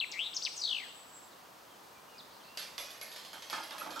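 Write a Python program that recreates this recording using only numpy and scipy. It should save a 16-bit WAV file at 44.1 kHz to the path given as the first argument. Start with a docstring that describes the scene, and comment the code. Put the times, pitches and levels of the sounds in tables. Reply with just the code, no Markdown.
"""A village level crossing on a calm day. A songbird sings gliding, trilled syllables close by on the
left; others chirp and whistle far off in the trees. Then the barrier's drive starts: a steel pawl
clicks unevenly, small parts ring and rattle, and the gear housing clunks as the booms begin to move.
Houses and trees echo the birds faintly, over the steady rush of the valley."""
import sys
import numpy as np
from scipy import signal
from scipy.fft import rfft, irfft, next_fast_len
from scipy.io import wavfile
from scipy.ndimage import uniform_filter1d, map_coordinates

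SR = 44100
rng = np.random.default_rng(int(sys.argv[2]) if len(sys.argv) > 2 else 0)


def put_to_file(sound):
    """Save the sound as 16-bit audio at rate SR, in the file named by the first command-line argument."""
    columns = np.atleast_2d(sound).T  # one column per channel
    safe = np.clip(columns, -1, 1)
    whole_steps = np.round(safe * 32767)
    wavfile.write(sys.argv[1], SR, whole_steps.astype(np.int16))


N = 176400
T = np.arange(N) / SR


# Syllables: t/s, length/s, start, middle and end f/Hz, start and end level/dB, trill rate/Hz, trill depth
SYLLABLES = [(0.0, 0.023, 4140, 3120, 2260, -26.5, -36, 107, 0.068),
             (0.023, 0.025, 2650, 2670, 1870, -34, -41, 61, 0.0086),
             (0.115, 0.026, 6420, 4060, 5100, -35.5, -40.5, 164, 0.21),
             (0.13, 0.08, 2325, 2150, 3040, -47, -35, 182, 0.11),
             (0.191, .1, 2700, 3500, 3750, -31.5, -37, 200, 0.095),
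             (0.332, 0.036, 2530, 6270, 5300, -42.5, -38, 135, 0.051),
             (0.365, 0.016, 6000, 4800, 4200, -30, -35.5, 148, 0.12),
             (0.415, 0.013, 1900, 3460, 5400, -56.5, -29, 190, .02),
             (0.43, 0.023, 5190, 5450, 5100, -34, -35.5, 180, 0.13),
             (0.449, 0.033, 5070, 3050, 2110, -24.5, -38, 143, 0.17),
             (0.561, 0.067, 6990, 5700, 5500, -37.5, -42, 68, 0.066),
             (.613, .178, 4700, 3380, 2580, -31, -34, 53.7, .115),
             (0.794, 0.085, 2430, 1950, 1560, -39.5, -58, 52, 0.1)]
# The singer's place on the left: f/Hz, left over right/dB
SONG_PAN = [(2900, 8.5), (4200, 4)]

def songbird(rough=0.02165, treble_hz=4300, direct_hz=5600, swell_db=2.5, waver_db=2.5):
    """Gliding syllables, rougher the higher they go; near leaves, then trees, scatter the treble."""
    voice, rasp = np.zeros(N), wobble(1000)
    for start, length, f0, f1, f2, db0, db1, rate, depth in SYLLABLES:
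        u, gate = note(start, length, edge_s=.002)
        glide = arc(u, f0, f1, f2)
        cycle = 2 * np.pi * rate * (T - start)
        trill = 0.8 * depth * np.cos(cycle - 0.73)
        hz = glide * (1 + trill + rough * (glide / treble_hz) ** 2 * rasp)
        dip_db = 40 * depth * (1 - np.cos(cycle - 2 * np.pi * 0.29))  # loudest as the trill slides down
        db = arc(u, db0, (db0 + db1) / 2 + swell_db, db1) - dip_db
        voice += gate * amp(db) * sine(hz)
    voice *= amp(waver_db * wobble(150))
    treble = filtered(voice, lambda hz: hz ** 2 / (hz ** 2 + treble_hz ** 2))
    direct = filtered(voice, lambda hz: 1 / np.hypot(1, (hz / direct_hz) ** 2))
    leaves = echo(treble, t60=.07, build_s=.001)[0]
    trees = echo(treble, t60=0.72, build_s=.005)[0]
    near = filtered(direct + amp(-3) * (leaves + trees), lambda hz: sides(along(SONG_PAN, hz)))
    return near + amp(-10) * echo(voice, t60=0.9, build_s=0.0053)


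# Pawl hits: t/s, clatter level/dB, pawl ring level/dB, struck link f/Hz
PAWL_HITS = [(2.573, -41, -48.5, 4720), (2.78, -41, -47, 3470), (2.905, -51.5, -55.5, 3560),
             (3.013, -45.5, -49.5, 2180), (3.116, -51, -57.5, 3700), (3.161, -48.5, -60, 5100),
             (3.249, -52.5, -62, 5030), (3.331, -49.5, -58, 1490), (3.422, -49.5, -62, 3250),
             (3.499, -44, -50.5, 2240), (3.529, -43.5, -72, 1720), (3.633, -50.5, -53, 3920),
             (3.708, -48, -61, 3660), (3.782, -47.5, -49.5, 2540), (3.906, -49.5, -56.5, 4290),
             (3.96, -50, -67, 1360), (3.994, -45.5, -57, 2590)]
# Tone of the clatter: f/Hz, relative level/dB
CLATTER_EQ = [(300, -19.5), (620, -3), (1500, -4.5), (2300, 1), (5100, -1), (6600, -5), (8200, -11),
              (10500, -16), (13000, -17), (16000, -51)]
# Resonances of the linkage: f/Hz, width/Hz, boost/dB
LINKAGE_MODES = [(587, 91, 11.2), (3440, 230, 3.6)]
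# The pawl's bright ring: f/Hz, half-width/Hz, relative level/dB
PAWL_MODES = [(10540, 92, -3), (11320, 96, 8), (12800, 83, -13), (14100, 110, -10)]

def pawl(crack_db=2.5, ticks_from_s=3.6, ticks_rise_s=.3, ticks_per_s=64):
    """Each click cracks, sets the linkage clattering and rings the pawl; late on, loose links tick."""
    times, db, ring_db, _ = np.transpose(PAWL_HITS)
    spacing, strength = rng.random((200, 2)).T
    tick_times = ticks_from_s + np.cumsum(-np.log(spacing)) / ticks_per_s
    fade_in = np.clip((tick_times - ticks_from_s) / ticks_rise_s, .01, 1)
    tick_db = -54 + 10 * strength + 20 * np.log10(fade_in)
    ticks = struck(tick_times, tick_db, t60=0.023, attack=0.00022)
    cracks = struck(times, db + crack_db, t60=0.035, attack=0.0002)
    tails = struck(times, db, t60=0.69, attack=0.0019)
    clatter = np.sqrt(cracks ** 2 + ticks ** 2 + tails ** 2) * amp(0.33 * wobble(500))
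    modes = lambda hz: sum(amp(level) / (1 + ((hz - f) / w) ** 2) for f, w, level in PAWL_MODES)
    ring = struck(times, ring_db, t60=0.43, attack=0.00045) * wash(modes, DRIVE_LIKENESS)
    return clatter * steel(CLATTER_EQ, LINKAGE_MODES) + ring


def snaps(hz=4800, boost_db=17, t60=0.0032, delay_s=0.000504, expansion=1.37):
    """The pawl lands on its tooth with a snap of a few cycles; hard hits snap out of all proportion."""
    hardest_db = max(hit[1] for hit in PAWL_HITS)
    out = np.zeros(N)
    for start, db, _, _ in PAWL_HITS:
        age = np.maximum(T - start - delay_s, 0)
        peak_db = hardest_db + boost_db + expansion * (db - hardest_db)
        out += amp(peak_db - 60 * age / t60) * np.sin(2 * np.pi * hz * age)
    return out * sides(along(DRIVE_PAN_CURVE, hz))


def links():
    """Each click rings one link most, at that link's own pitch."""
    return sum(ringing(start, db - 6, hz, width=0.038, t60=0.39) for start, db, _, hz in PAWL_HITS)


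# Gear clunks: t/s, level/dB, knock f/Hz
GEAR_HITS = [(3.33, -50.5, 1590), (3.5, -55, 1470), (3.527, -36, 1275), (3.583, -50.5, 930),
             (3.71, -47.5, 1180), (3.743, -47, 1110), (3.811, -40, 1354), (3.861, -42, 700),
             (3.904, -48.5, 650), (3.962, -44.5, 1360)]
# Tone of the housing: f/Hz, relative level/dB
HOUSING_EQ = [(100, -38), (300, 3.5), (500, -26), (850, 6.5), (1400, 2.5), (1900, -2), (3300, -8),
              (6000, -23), (15000, -28)]
# Resonances of its panels: f/Hz, width/Hz, boost/dB
PANEL_MODES = [(880, 110, 5.9), (1090, 17, 11), (1254, 13, 21.5), (1400, 28, 11), (1650, 72, 7)]
# Its low body: f/Hz, relative level/dB
BODY_EQ = [(45, -24), (120, -9.5), (300, -2), (450, 0), (650, 2), (3000, -34)]

def housing(judder_db=1.0, body_db_per_octave=-8.5):
    """Slack gears knock on the housing and ring its panels; deeper knocks shake its whole body more."""
    times, db, pitch = np.transpose(GEAR_HITS)
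    knocks = sum(ringing(start, level - 1, hz, width=0.059, t60=0.21) for start, level, hz in GEAR_HITS)
    panels = struck(times, db - 3, t60=0.55, attack=0.00088) * steel(HOUSING_EQ, PANEL_MODES)
    body_db = db - 13 + body_db_per_octave * np.log2(pitch / 960)
    body = struck(times, body_db, t60=0.66, attack=0.009) * steel(BODY_EQ, [])
    return (knocks + panels + body) * amp(judder_db * wobble(180))


# Stereo image of the drive: f/Hz, left-right correlation
DRIVE_LIKENESS = [(3100, 0.83), (11000, 0.75)]
# The drive's place, mostly right of centre: f/Hz, left over right/dB
DRIVE_PAN_CURVE = [(250, -0.5), (700, -2.5), (3100, -5), (7000, 1)]

def steel(eq, resonances):
    """The dense modes of a steel part in the drive; a few stand out."""
    boost = lambda hz: sum(db / (1 + (2 * (hz - f) / width) ** 2) for f, width, db in resonances)
    modes = wash(lambda hz: amp(along(eq, hz) + boost(hz)), DRIVE_LIKENESS)
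    return filtered(patchy(modes), lambda hz: sides(along(DRIVE_PAN_CURVE, hz)))


def ringing(start, db, pitch, width, t60):
    """One struck part: a cluster of close modes that dies away."""
    tone = wash(lambda hz: 1 / (1 + ((hz / pitch - 1) / width) ** 2), DRIVE_LIKENESS)
    age = np.maximum(T - start, 0)
    envelope = amp(db - 60 * age / t60) * (1 - np.exp(-age * pitch / 2))
    return envelope * tone * sides(along(DRIVE_PAN_CURVE, pitch))


# Distant chirps: t/s, length/s, start f/Hz, end f/Hz, level/dB
FAR_CHIRPS = [(1.309, .03, 4700, 3400, -61.5), (1.442, .04, 3490, 2100, -69),
              (1.692, 0.061, 3330, 3020, -65.5), (1.948, .045, 2450, 2300, -64.5),
              (2.084, 0.071, 2890, 2800, -63.5), (2.142, 0.045, 2500, 2420, -63),
              (2.179, 0.033, 5170, 3500, -49), (2.303, .07, 3960, 4600, -60), (2.4, 0.026, 3540, 2920, -59),
              (2.434, 0.069, 3980, 4500, -59.5), (2.443, 0.015, 2610, 2660, -61),
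              (2.477, 0.098, 2670, 2830, -59.5)]

def far_birds(jitter=0.036, rough_hz=3500):
    """Faint slurred notes from the trees; the high ones buzz."""
    voices, rasp = np.zeros(N), jitter * wobble(500)
    for start, length, f0, f1, db in FAR_CHIRPS:
        u, gate = note(start, length, edge_s=0.0029)
        hz = f0 * (f1 / f0) ** u * (1 + rasp * (f1 / rough_hz) ** 4)
        voices += gate * amp(db) * sine(hz)
    return voices + amp(-4) * echo(voices, t60=0.44, build_s=0.0042)


# Contour of the high whistle: t/s, f/Hz, level/dB
WHISTLE_CONTOUR = [(0, 7800, -63), (.4, 7840, -61), (.5, 8070, -59), (1.219, 7670, -61), (1.38, 7460, -81)]

def whistler(jitter=0.0202, flutter_db=3.5):
    """A small bird's thin, quivering whistle."""
    times, hz, db = np.transpose(WHISTLE_CONTOUR)
    tone = sine(np.interp(T, times, hz) * (1 + jitter * wobble(600)))
    voice = (T < times[-1]) * amp(np.interp(T, times, db) + flutter_db * wobble(40.4)) * tone
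    return voice + amp(-3.5) * echo(voice, t60=0.32, build_s=0.0068)


# Tone of the air bed: f/Hz, relative level/dB
AIR_EQ = [(22, -38), (48, -17.5), (200, -6), (1050, -0.5), (2200, -12), (4500, -13), (10500, -22),
          (12000, -19), (15500, -22)]
# Its stereo image: f/Hz, left-right correlation
AIR_LIKENESS = [(60, 1), (240, 0.62), (950, 0.22), (12000, 0.96)]

def valley(level_db=-55):
    """The steady far rush of the valley."""
    return amp(level_db + 0.25 * wobble(5.4)) * wash(lambda hz: amp(along(AIR_EQ, hz)), AIR_LIKENESS)


def echo(x, t60, build_s):
    """Stereo scatter from trees and walls."""
    t = T[:SR]
    tail = rng.standard_normal((2, SR)) * amp(-60 * t / t60) * (1 - np.exp(-t / build_s))
    return signal.fftconvolve(x[None], tail / np.linalg.norm(tail[0]), axes=1)[:, :N]


def struck(times, db, t60, attack):
    """Envelope of a part whose energy is topped up by each blow and dies away."""
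    samples = np.clip(np.round(times * SR).astype(int), 0, N)
    blows = np.bincount(samples, amp(db) ** 2, N + 1)[:N]
    decay, soften = amp(-120 / (t60 * SR)), np.exp(-1 / (attack * SR))
    energy = signal.lfilter([1], [1, -decay], blows)
    return np.sqrt(np.abs(signal.lfilter([1 - soften], [1, -soften], energy)))


def patchy(x, depth_db=4.0, bins=2, frames=24):
    """Partials drift in level, so different ones stand out from blow to blow."""
    spectra = signal.stft(x, nperseg=1024)[2]
    drift = uniform_filter1d(rng.standard_normal(spectra.shape[1:]), bins, 0)
    drift = unit(uniform_filter1d(drift, frames, 1))
    return unit(signal.istft(spectra * amp(depth_db * drift), nperseg=1024)[1][:, :N])


def wash(colour, likeness):
    """Stereo noise of rms 1 with a colour and a left-right likeness."""
    angle = lambda hz: np.arccos(np.clip(along(likeness, hz), -1, 1)) / 2
    noise = rng.standard_normal((2, N))
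    mid, side = filtered(noise, lambda hz: colour(hz) * [np.cos(angle(hz)), np.sin(angle(hz))])
    return unit(np.array([mid + side, mid - side]))


def note(start, length, edge_s):
    """Progress through a note, 0 to 1, and its soft gate."""
    u = np.clip((T - start) / length, 0, 1)
    edge = np.clip(np.minimum(u, 1 - u) * length / edge_s, 0, 1)
    return u, np.sin(np.pi / 2 * edge) ** 2


def arc(u, start, middle, end):
    """A parabola through three values."""
    return start * (1 - u) * (1 - 2 * u) + middle * 4 * u * (1 - u) + end * u * (2 * u - 1)


def sine(hz):
    """A pure tone following a pitch curve."""
    return np.sin(2 * np.pi * np.cumsum(hz) / SR)


def wobble(rate):
    """A smooth random curve, rate knots a second."""
    return map_coordinates(rng.standard_normal(8192), [T * rate], mode="wrap")


def filtered(x, response):
    """x shaped by a gain for each frequency."""
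    size = next_fast_len(N + SR // 2)
    return irfft(rfft(x, size) * response(np.fft.rfftfreq(size, 1 / SR)), size)[..., :N]


def along(points, hz):
    """Read a curve of (f/Hz, value) points on a log axis."""
    f, values = np.transpose(points)
    return np.interp(np.log(hz + 1), np.log(f + 1), values)


def sides(pan_db):
    """Left and right gains; positive pans left."""
    return amp(np.array([[.5], [-.5]]) * pan_db)


def amp(db):
    """Decibels to gain."""
    return 10 ** (np.asarray(db) / 20)


def unit(x):
    """Scale to rms 1."""
    return x / np.sqrt(np.mean(x ** 2) + 1e-20)


def scene():
    """Birds, barrier drive and valley air."""
    return songbird() + far_birds() + whistler() + pawl() + snaps() + links() + housing() + valley()


def record(dry):
    """A brick-wall high cut on the mix."""
    return filtered(dry, lambda hz: hz < 15850)


dry = scene()
out = record(dry)
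put_to_file(out)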